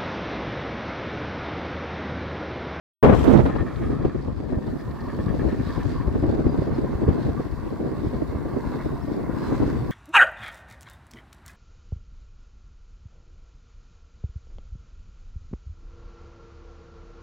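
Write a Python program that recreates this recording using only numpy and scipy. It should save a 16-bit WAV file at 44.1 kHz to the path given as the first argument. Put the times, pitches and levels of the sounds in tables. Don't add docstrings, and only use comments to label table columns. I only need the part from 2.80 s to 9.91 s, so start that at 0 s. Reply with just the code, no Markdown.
import sys
import numpy as np
from scipy import signal
from scipy.fft import rfft, irfft, next_fast_len
from scipy.io import wavfile
from scipy.ndimage import map_coordinates

SR = 44100
rng = np.random.default_rng(int(sys.argv[2]) if len(sys.argv) > 2 else 0)


def inscribe(sig):
    pcm = np.round(np.clip(np.atleast_2d(sig).T, -1, 1) * 32767)
    wavfile.write(sys.argv[1], SR, pcm.astype(np.int16))


N = 313551

# centre_s, peak_db, pitch_hz
CHIRPS = [(1.87, -59, 4500), (3.697, -54, 4800), (3.728, -56, 4800), (3.95, -55, 4300), (3.95, -60, 5180),
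          (6.225, -58, 5300)]

# frequency_hz, density_db
RUSTLE_SPECTRUM = [(500, -14), (1500, 10), (3050, -5.5), (3600, -1.5), (4600, -1), (5800, -10.5),
                   (7800, -14), (9500, -21), (15000, -37)]
HISS_SPECTRUM = [(2000, -6), (7000, -2.5), (9500, -3), (11500, -1), (15800, -2.5)]
GUST_HISS_SPECTRUM = [(2000, 2), (6500, 2.5), (9600, -3.5), (11000, -2), (12500, -4), (14000, -6),
                      (15800, -20)]
CRACKLE_SPECTRUM = [(3200, 4), (4500, -2.5), (6800, -7.5), (8300, -9.5), (9500, -22), (11500, -15),
                    (13000, -19), (15800, -33)]
# time_s, level_db
HISS_LEVEL = [(.33, -72), (.45, -64), (.58, -76), (.66, -66), (.72, -76), (1.07, -71.5), (1.2, -79),
              (1.55, -81), (1.95, -71), (2.5, -72), (3.3, -75), (6, -69.5)]
CRACKLE_LEVEL = [(.23, -52), (.3, -58), (.35, -42.5), (.48, -45), (.58, -47), (.62, -53), (.7, -66),
                 (.8, -100)]
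# start_s, level_db, rise_s
GRASS_SWELLS = [(.66, -63.5, 0.09), (2.12, -59.5, 0.69), (2.81, -55, 0.12), (3.55, -61.5, 0.48),
                (4.33, -61.5, 0.094), (5.13, -62, 0.1), (5.76, -59.5, 0.16), (6.49, -54, 0.2)]
# start_s, level_db, pitch_hz, rise_s
SNAPS = [(.44, -55, 11700, 0.0064), (.468, -44.5, 3520, .012), (.51, -47, 3400, 0.012),
         (.501, -55.5, 11300, .007), (.53, -51, 6370, 0.0054), (.562, -43.5, 3560, 0.0095),
         (.585, -51, 4700, 0.0045), (0.658, -48, 4080, 0.005), (.765, -52, 4400, .003),
         (.885, -56, 4400, .002), (.957, -50, 3800, .003), (1.863, -61, 4600, .004),
         (2.109, -48, 4400, .002), (2.202, -53, 4400, .006), (2.263, -57, 4500, .004),
         (2.545, -55, 3800, .002), (2.712, -52, 3800, .004), (2.852, -52, 3880, 0.013),
         (2.885, -50, 4100, .004), (2.922, -54, 4500, 0.0099), (3.093, -55, 7200, .002),
         (3.546, -52, 4400, .003), (3.853, -54, 4700, .002), (4.712, -54, 4400, .002),
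         (4.903, -49, 4300, .002), (6.01, -53, 4300, .002), (6.627, -53, 4500, .002)]

# frequency_hz, density_db
EARLY_CLATTER_SPECTRUM = [(300, -11.5), (900, -3), (1150, 2), (1235, 3), (1330, -1), (1560, -11),
                          (1880, -8), (2130, -12), (2370, -13), (2850, -26), (3150, -21), (3310, -18),
                          (3500, -25), (3800, -22), (6000, -61)]
MIDDLE_CLATTER_SPECTRUM = [(200, -50), (500, -17), (800, -6.5), (950, 3.5), (1150, 2.5), (1310, -8.5),
                           (1550, -13), (1820, -6.5), (1950, -22), (2180, -18), (2450, -31), (3000, -24),
                           (6000, -53)]
LATE_CLATTER_SPECTRUM = [(200, -46), (500, -12), (840, -2.5), (950, 4.5), (1060, 5), (1160, 3.5),
                         (1300, -8), (1450, -5), (1630, -7), (1760, -9), (1900, -10.5), (2060, -11.5),
                         (2270, -16), (2420, -49), (2620, -19.5), (3000, -34), (6000, -46)]
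# time_s, level_db
CLATTER_LEVEL = [(.55, -40.5), (.7, -44.5), (.85, -43), (1.1, -44.5), (1.6, -55), (1.85, -52), (2.3, -46),
                 (2.75, -48.5), (2.92, -44), (3.4, -48), (4.2, -44.5), (5.1, -49.5), (5.5, -46.5),
                 (5.92, -42.5), (6.33, -48), (6.7, -40), (7.1, -47)]
# pitch_hz, half_width_hz, level_db
SINGING_MODES = [(691.5, 11, -59), (1040, 42, -61.5), (1144, 24, -65), (1585, 4.6, -67.5), (1852, 9, -67),
                 (2064, 53, -70), (2216, 17, -73), (2600, 15, -75.5)]
# time_s, gain_db
SINGING_GAIN = [(1, -5), (4.4, 2.5), (5.3, -5), (7.1, 5)]
# pitch_hz, level_db, t60_s
PANEL_MODES = [(1080, -3, 0.048), (1256, -6, 0.058), (1680, -2, 0.039), (1797, 0, 0.055), (1950, -9, 0.025),
               (2140, -11, .018), (2340, -11, 0.034), (2630, -12.5, 0.022), (3304, -17.5, 0.037)]
# start_s, level_db, length_s
STROKES = [(0.703, -42, 0.056), (0.784, -41, 0.039), (0.864, -43.5, 0.04), (0.949, -53, .03),
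           (1.017, -47, 0.052), (1.106, -48, 0.032), (1.212, -49.5, 0.017), (1.295, -47, 0.016),
           (1.38, -55, 0.02), (1.648, -56.5, .025), (1.733, -49.5, 0.029), (1.822, -53, 0.023),
           (1.909, -54, 0.023), (1.995, -49.5, 0.026), (2.105, -52, .022), (2.186, -48, 0.044),
           (2.283, -43.5, .034), (2.388, -44, 0.021), (2.481, -44, 0.035), (2.594, -41.5, 0.028),
           (2.691, -45, 0.034), (2.798, -48.5, .018), (2.893, -45.5, 0.021), (3.001, -42, 0.02),
           (3.1, -52, .025), (3.209, -47, .022)]

# frequency_hz, density_db
DEEP_SPECTRUM = [(12, -25), (25, -25), (42, -5.5), (62, -2), (85, -8), (120, -7), (200, -22.5), (700, -78)]
RUMBLE_SPECTRUM = [(30, -43), (70, -3.5), (110, -8), (145, -1.5), (190, -14.5), (300, -18.5), (700, -80)]
FLUTTER_SPECTRUM = [(60, -21), (140, -5), (190, -3), (245, 1.5), (320, -1), (410, -5), (500, -10),
                    (750, -17), (1100, -28), (1700, -34.5), (2600, -48), (5000, -66), (12000, -82)]
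RASP_SPECTRUM = [(200, -2), (450, 7.5), (680, 3), (1000, -1.5), (1800, -12.5), (2800, -23.5), (3300, -27),
                 (4200, -36), (5200, -41.5), (8000, -50), (15000, -60)]
PUFF_SPECTRUM = [(40, -12), (130, -2), (300, 12), (620, -3.5), (1000, -18), (2200, -33), (6000, -52),
                 (15000, -87)]
# time_s, flutter_db, rumble_db
BREEZE = [(.55, -25, -20.5), (0.7, -24.5, -23), (0.93, -34.5, -30.5), (1.12, -28.5, -25.5),
          (1.38, -33.5, -29.5), (1.65, -34.5, -30.5), (1.8, -29.5, -34), (2.07, -37, -28), (2.3, -33, -32),
          (2.6, -25, -24), (2.93, -32, -29), (3.2, -32, -23.5), (3.55, -25, -25.5), (3.95, -29, -27.5),
          (4.15, -28, -28.5), (4.5, -31, -26), (4.66, -34, -32), (4.78, -36.5, -28), (4.92, -32, -38),
          (5.07, -29, -29), (5.5, -33.5, -31), (5.68, -29, -33), (6, -30, -30.5), (6.2, -32, -26.5),
          (6.37, -29.5, -37.5), (6.5, -30.5, -30.5), (6.62, -29.5, -36), (6.7, -27, -22),
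          (6.85, -26, -26.5), (7.1, -32.5, -23)]
# start_s, rise_s, flutter_db, rumble_db
PUFFS = [(0.656, .006, -19.5, -17), (.796, 0.012, -22.5, -23.5), (0.994, 0.027, -27, -25),
         (1.249, 0.0042, -14, -20), (1.345, 0.0075, -24.5, -34), (1.477, 0.0064, -27, -21),
         (1.6, 0.0045, -27.5, -30), (1.72, 0.0083, -25.5, -23.5), (1.849, 0.0079, -35, -47),
         (2.276, 0.0049, -30, -28), (2.388, 0.0081, -25.5, -35), (2.538, 0.0051, -22, -32),
         (2.64, 0.017, -25, -22.5), (2.975, 0.0033, -25, -30), (3.048, 0.0042, -33, -45),
         (3.098, 0.007, -37, -34), (3.275, 0.0053, -23.5, -21), (3.35, 0.0091, -21, -26),
         (3.423, .011, -18, -24.5), (3.483, 0.0083, -22, -21), (3.588, 0.01, -23.5, -25.5),
         (3.662, 0.0056, -22, -19), (3.784, 0.0054, -26, -18), (3.817, 0.0044, -21, -29),
         (3.87, 0.0069, -22, -32), (3.979, 0.0059, -20, -33), (4.04, 0.0075, -23, -30),
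         (4.222, 0.011, -23.5, -28), (4.276, 0.0086, -17.5, -29), (4.373, 0.01, -22.5, -35),
         (4.479, 0.0095, -22, -30), (4.593, 0.0071, -23, -24.5), (4.863, 0.0056, -27, -41),
         (4.995, 0.012, -23.5, -37), (5.045, 0.015, -26, -34), (5.24, 0.0079, -24, -29),
         (5.348, .006, -26.5, -30), (5.417, 0.0046, -20, -28), (5.519, 0.013, -31, -36),
         (5.732, 0.0046, -30, -44), (6.055, 0.0066, -21.5, -31), (6.28, 0.0044, -23.5, -31),
         (6.533, 0.0068, -27, -28), (6.61, 0.0079, -33, -44), (6.718, 0.0076, -19.5, -30),
         (6.818, 0.0087, -18.5, -28), (6.878, 0.0027, -22, -29)]
# centre_s, peak_db, swing_hz, left_over_right_db
THUMPS = [(0.826, -10.5, 120, 14), (1.059, -19, 70, -7), (1.199, -22, 100, 5), (1.267, -16, 65, 4),
          (1.531, -22.5, 70.4, 2), (1.775, -13, 76, -1), (2.468, -12, 110, 9), (2.62, -16, 115, 12),
          (2.871, -16, 90, 11), (3.088, -36, 80, 4), (3.274, -14, 70, 4), (3.434, -15, 90, 2),
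          (3.692, -20, 110, 5), (3.794, -13.5, 73.5, 1), (4.155, -14, 65, 2), (4.272, -12, 74.6, -4),
          (4.29, -5.5, 68, 3), (4.499, -15.5, 69.5, 4), (5.272, -17.5, 69.5, 0), (5.56, -16, 90, -1),
          (5.875, -17, 100, 8), (6.533, -22, 65, 2), (6.866, -14, 75, -2)]
# start_s, length_s, rumble_db, flutter_db, rasp_db, left_over_right_db
WIND_BURSTS = [(0.221, 0.029, -26, -14.5, -18.5, -0.5), (0.254, 0.087, -20, -17.5, -23, 4),
               (0.33, 0.1, -23, -28.5, -38.5, 11), (0.439, 0.036, -34, -22.5, -26, -15),
               (0.477, 0.043, -27, -14.5, -30.5, -13), (0.532, 0.073, -16.5, -14.5, -25.5, -13),
               (0.653, 0.0099, -30, -38, -25, -8.5), (.695, .006, -45, -43, -35, 9),
               (.752, 0.0089, -45, -35, -34.5, 3), (1.246, 0.0051, -38, -42, -34, -4),
               (1.688, 0.014, -50, -48, -43, -1), (4.29, 0.011, -37, -31, -37, 4)]
# start_s, level_db
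CRACKS = [(.2285, -33.5), (0.236, -29)]
# frequency_hz, density_db
CRACK_SPECTRUM = [(1500, 9), (6000, 1), (8000, -20), (12000, -2), (15800, 3)]

RUMBLE_LEFT_DB = 5


def amp(db):
    return 10 ** (np.asarray(db) / 20)


def unit(x):
    return x / np.sqrt(np.mean(x ** 2) + 1e-20)


def clock():
    return np.arange(N) / SR


def curves(rows):
    times, *columns = np.transpose(rows)
    return [np.interp(clock(), times, column) for column in columns]


def wobble(rate):
    return map_coordinates(rng.standard_normal(int(N * rate / SR) + 4), [clock() * rate])


def swell(start_s, rise_s):
    age = np.clip((clock() - start_s) / rise_s, 0, 20)
    return age * np.exp(1 - age)


def add(out, start_s, sound):
    out[..., round(start_s * SR):][..., :sound.shape[-1]] += sound


def filtered(x, response):
    size = next_fast_len(N + SR // 2)
    return irfft(rfft(x, size) * response(np.fft.rfftfreq(size, 1 / SR)), size)[..., :N]


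def coloured(x, spectrum):
    points_hz, db = np.transpose(spectrum)
    return unit(filtered(x, lambda hz: amp(np.interp(np.log(hz + 1), np.log(points_hz), db))))


def patchy(x, depth_db, width_hz, rate):
    hz, t, spectrogram = signal.stft(x, SR, nperseg=1024)
    grid = np.meshgrid(hz / width_hz, t * rate, indexing="ij")
    fading = map_coordinates(rng.standard_normal((256, 256)), grid, mode="wrap")
    return signal.istft(spectrogram * amp(depth_db * fading), SR, nperseg=1024)[1][..., :N]


def noise_pair(correlation):
    shared, *own = rng.standard_normal((3, N))
    return np.sqrt(correlation) * shared + np.sqrt(1 - correlation) * np.array(own)


def panned(left_db):
    gains = np.array([amp(left_db / 2), amp(-left_db / 2)]).reshape(2, -1)
    return gains / np.sqrt(np.mean(gains ** 2, axis=0))


def chirps():
    t, out = clock(), np.zeros(N)
    waver = 1 + .012 * wobble(450)
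    for centre_s, db, hz in CHIRPS:
        envelope = amp(db) * np.exp(-((t - centre_s) / 0.009) ** 2)
        out += envelope * np.sin(2 * np.pi * hz * np.cumsum(waver) / SR)
    return out


def grass():
    hiss_db, = curves(HISS_LEVEL)
    swells = np.sqrt(sum((amp(db) * swell(start_s, rise_s)) ** 2 for start_s, db, rise_s in GRASS_SWELLS))
    ticks = unit(amp(2.1 * wobble(500) + 1.3 * wobble(24)))
    brushing = patchy(noise_pair(0.33) * ticks, depth_db=1.7, width_hz=450, rate=14)
    rustle_gain = np.hypot(amp(-62), swells) * amp(6.5) * panned(0.51)
    rustle = coloured(brushing, RUSTLE_SPECTRUM) * rustle_gain
    dull_hiss = coloured(noise_pair(0), GUST_HISS_SPECTRUM) * panned(3.4) * amp(4)
    bright_hiss = coloured(noise_pair(0), HISS_SPECTRUM) * panned(11)
    calm = np.interp(clock(), [.7, 1.9], [0, np.pi / 2])
    hiss = np.cos(calm) * dull_hiss + np.sin(calm) * bright_hiss
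    hiss_gain = np.hypot(amp(hiss_db), swells * amp(-17)) * amp(6)
    return rustle + hiss * hiss_gain


def stalk_snaps(relative_width=.14):
    out, t = np.zeros((2, N)), np.arange(SR // 10) / SR
    hz = np.fft.rfftfreq(len(t), 1 / SR)
    for start_s, db, pitch_hz, rise_s in SNAPS:
        noise = rng.standard_normal(len(t)) + .6 * rng.standard_normal((2, len(t)))
        detuning = (hz - pitch_hz) / (relative_width * pitch_hz)
        burst = unit(irfft(rfft(noise) / (1 + detuning ** 2), len(t)))
        envelope = t / rise_s * np.exp(1 - t / rise_s)
        add(out, start_s, amp(db) * burst * envelope / np.sqrt(2))
    return out


def stalk_crackle():
    level_db, = curves(CRACKLE_LEVEL)
    ticks = unit(amp(3.5 * wobble(900) + 1.5 * wobble(70)))
    return coloured(noise_pair(0.17), CRACKLE_SPECTRUM) * ticks * amp(level_db) * panned(2)


def resonance(pitch_hz, half_width_hz):
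    return unit(filtered(noise_pair(.9), lambda hz: 1 / (1 + ((hz - pitch_hz) / half_width_hz) ** 4)))


def tractor(firing_hz=58.5, firing_drift=0.043, rattle_db=2.5):
    clatter_db, = curves(CLATTER_LEVEL)
    singing_db, = curves(SINGING_GAIN)
    cycles = np.cumsum(firing_hz * (1 + firing_drift * wobble(8))) / SR
    firing = unit(amp(0.98 * np.cos(2 * np.pi * cycles)))
    blows = noise_pair(0.98) * firing
    blows *= unit(amp(rattle_db * wobble(45)))
    blows = patchy(blows, depth_db=2, width_hz=127.3, rate=11)
    early = np.interp(clock(), [1.2, 1.7], [1, 0])
    late = np.interp(clock(), [3.2, 4.2], [0, 1])
    clatter = (early * coloured(blows, EARLY_CLATTER_SPECTRUM)
               + (1 - early - late) * coloured(blows, MIDDLE_CLATTER_SPECTRUM)
               + late * coloured(blows, LATE_CLATTER_SPECTRUM))
    singing = sum(amp(db) * resonance(hz, half_width_hz) for hz, half_width_hz, db in SINGING_MODES)
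    return (clatter * amp(clatter_db + 1) + singing * amp(singing_db)) * panned(-2)


def mower(contact_gap_s=.0085, scatter_db=2, pitch_scatter=.011):
    out, t = np.zeros(N), np.arange(SR // 6) / SR
    mode_hz, mode_db, t60_s = np.transpose(PANEL_MODES)[:, :, None]
    for start_s, db, length_s in STROKES:
        stroke = np.zeros(len(t))
        for contact in range(10):
            contact_s = contact_gap_s * (contact + rng.uniform(0, .6) * (contact > 0))
            strength, detune, phase = rng.standard_normal((3, len(PANEL_MODES), 1))
            age = np.maximum(t - contact_s, 0)
            decay = amp(mode_db + scatter_db * strength - 60 * age / t60_s)
            hz = mode_hz * (1 + pitch_scatter * detune)
            rings = decay * np.sin(2 * np.pi * (hz * age + phase))
            attack = 1 - np.exp(-age / .0005)
            force = np.exp(-(contact_s / length_s) ** 4)
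            stroke += rings.sum(axis=0) * attack * force
        stroke_rms = np.sqrt(np.sum(stroke ** 2) / (length_s * SR))
        add(out, start_s, amp(db) * stroke / stroke_rms)
    return out * panned(-0.5)


def overload_cracks():
    envelope = sum(amp(db) * swell(start_s, rise_s=.0003) for start_s, db in CRACKS)
    return envelope * coloured(noise_pair(.9), CRACK_SPECTRUM) * panned(-4)


def puffs():
    flutter_gain, push_gain = np.zeros((2, N))
    for start_s, rise_s, flutter_db, rumble_db in PUFFS:
        envelope = swell(start_s, rise_s)
        flutter_gain += amp(flutter_db) * envelope
        push_gain += amp(rumble_db) * envelope
    deep = coloured(noise_pair(0.068), DEEP_SPECTRUM)
    rumble = coloured(noise_pair(0.037), RUMBLE_SPECTRUM)
    push = unit(deep + amp(-2.5) * rumble) * panned(RUMBLE_LEFT_DB)
    flutter = coloured(noise_pair(0.12), PUFF_SPECTRUM)
    return flutter * flutter_gain + push * push_gain


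def thumps():
    out = np.zeros((2, N))
    for centre_s, db, swing_hz, left_db in THUMPS:
        angle = 2 * np.pi * swing_hz * (clock() - centre_s)
        phase = rng.uniform(0, 2 * np.pi) + np.array([[0], [rng.normal(0, 0.43)]])
        pulse = np.real(np.exp(1j * phase) / (1 - 1j * angle / 2) ** 3)
        out += amp(db) * panned(left_db) * pulse
    return out


def eddies(rate, depth_db):
    return unit(amp(depth_db * np.array([wobble(rate), wobble(rate)])))


def burst_gains(attack_s=0.0014, release_s=0.014):
    t, power = clock(), np.zeros((3, 2, N))
    for start_s, length_s, *levels_db, left_db in WIND_BURSTS:
        attack = np.clip((t - start_s) / attack_s, 0, 1)
        release = np.exp(-np.maximum(t - start_s - length_s, 0) / release_s)
        power += (amp(levels_db)[:, None, None] * panned(left_db) * attack * release) ** 2
    return np.sqrt(power)


def wind(sway_db=1.64, eddy_limit=1.93):
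    sway = sway_db * wobble(38)
    flutter_breeze, low_breeze = amp(np.array(curves(BREEZE)) + sway)
    low_burst, flutter_burst, rasp_burst = burst_gains()
    lumpiness = np.interp(clock(), [.6, .75], [.25, 1])
    lumps = eddies(rate=90, depth_db=2.34 * lumpiness)
    slow_lumps = eddies(rate=42, depth_db=1.3 * lumpiness)
    low_gain = low_breeze * panned(RUMBLE_LEFT_DB) * eddies(rate=28, depth_db=2.5)
    deep = coloured(noise_pair(0.055) * lumps, DEEP_SPECTRUM)
    deep *= np.hypot(low_gain * amp(-4.5), low_burst * amp(-3.5))
    rumble = coloured(noise_pair(0.0067) * lumps, RUMBLE_SPECTRUM)
    rumble *= np.hypot(low_gain * amp(-5), low_burst)
    flutter_noise = noise_pair(0.011)
    fast_lumps = eddies(rate=260, depth_db=4.35 * lumpiness)
    limited_lumps = np.tanh(lumps * slow_lumps * fast_lumps / eddy_limit)
    flutter = coloured(flutter_noise * limited_lumps, FLUTTER_SPECTRUM)
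    flutter *= np.hypot(flutter_breeze * amp(0.6) * panned(0.5), flutter_burst * amp(3.5))
    rasp = coloured(noise_pair(0.071) * eddies(rate=140, depth_db=2.5), RASP_SPECTRUM)
    rasp *= rasp_burst * amp(5.5) * panned(4.5)
    return deep + rumble + flutter + rasp


def scene():
    buffeting = wind() + thumps() + puffs()
    machines = tractor() + mower()
    vegetation = grass() + stalk_snaps() + stalk_crackle()
    return buffeting + machines + vegetation + overload_cracks() + chirps()


def record(dry):
    start_s, top_hz = .2275, 15800
    gate = np.clip((clock() - start_s) * 1000, 0, 1)
    return filtered(np.clip(dry * gate, -1, 1), lambda hz: hz < top_hz)


dry = scene()
out = record(dry)
inscribe(out)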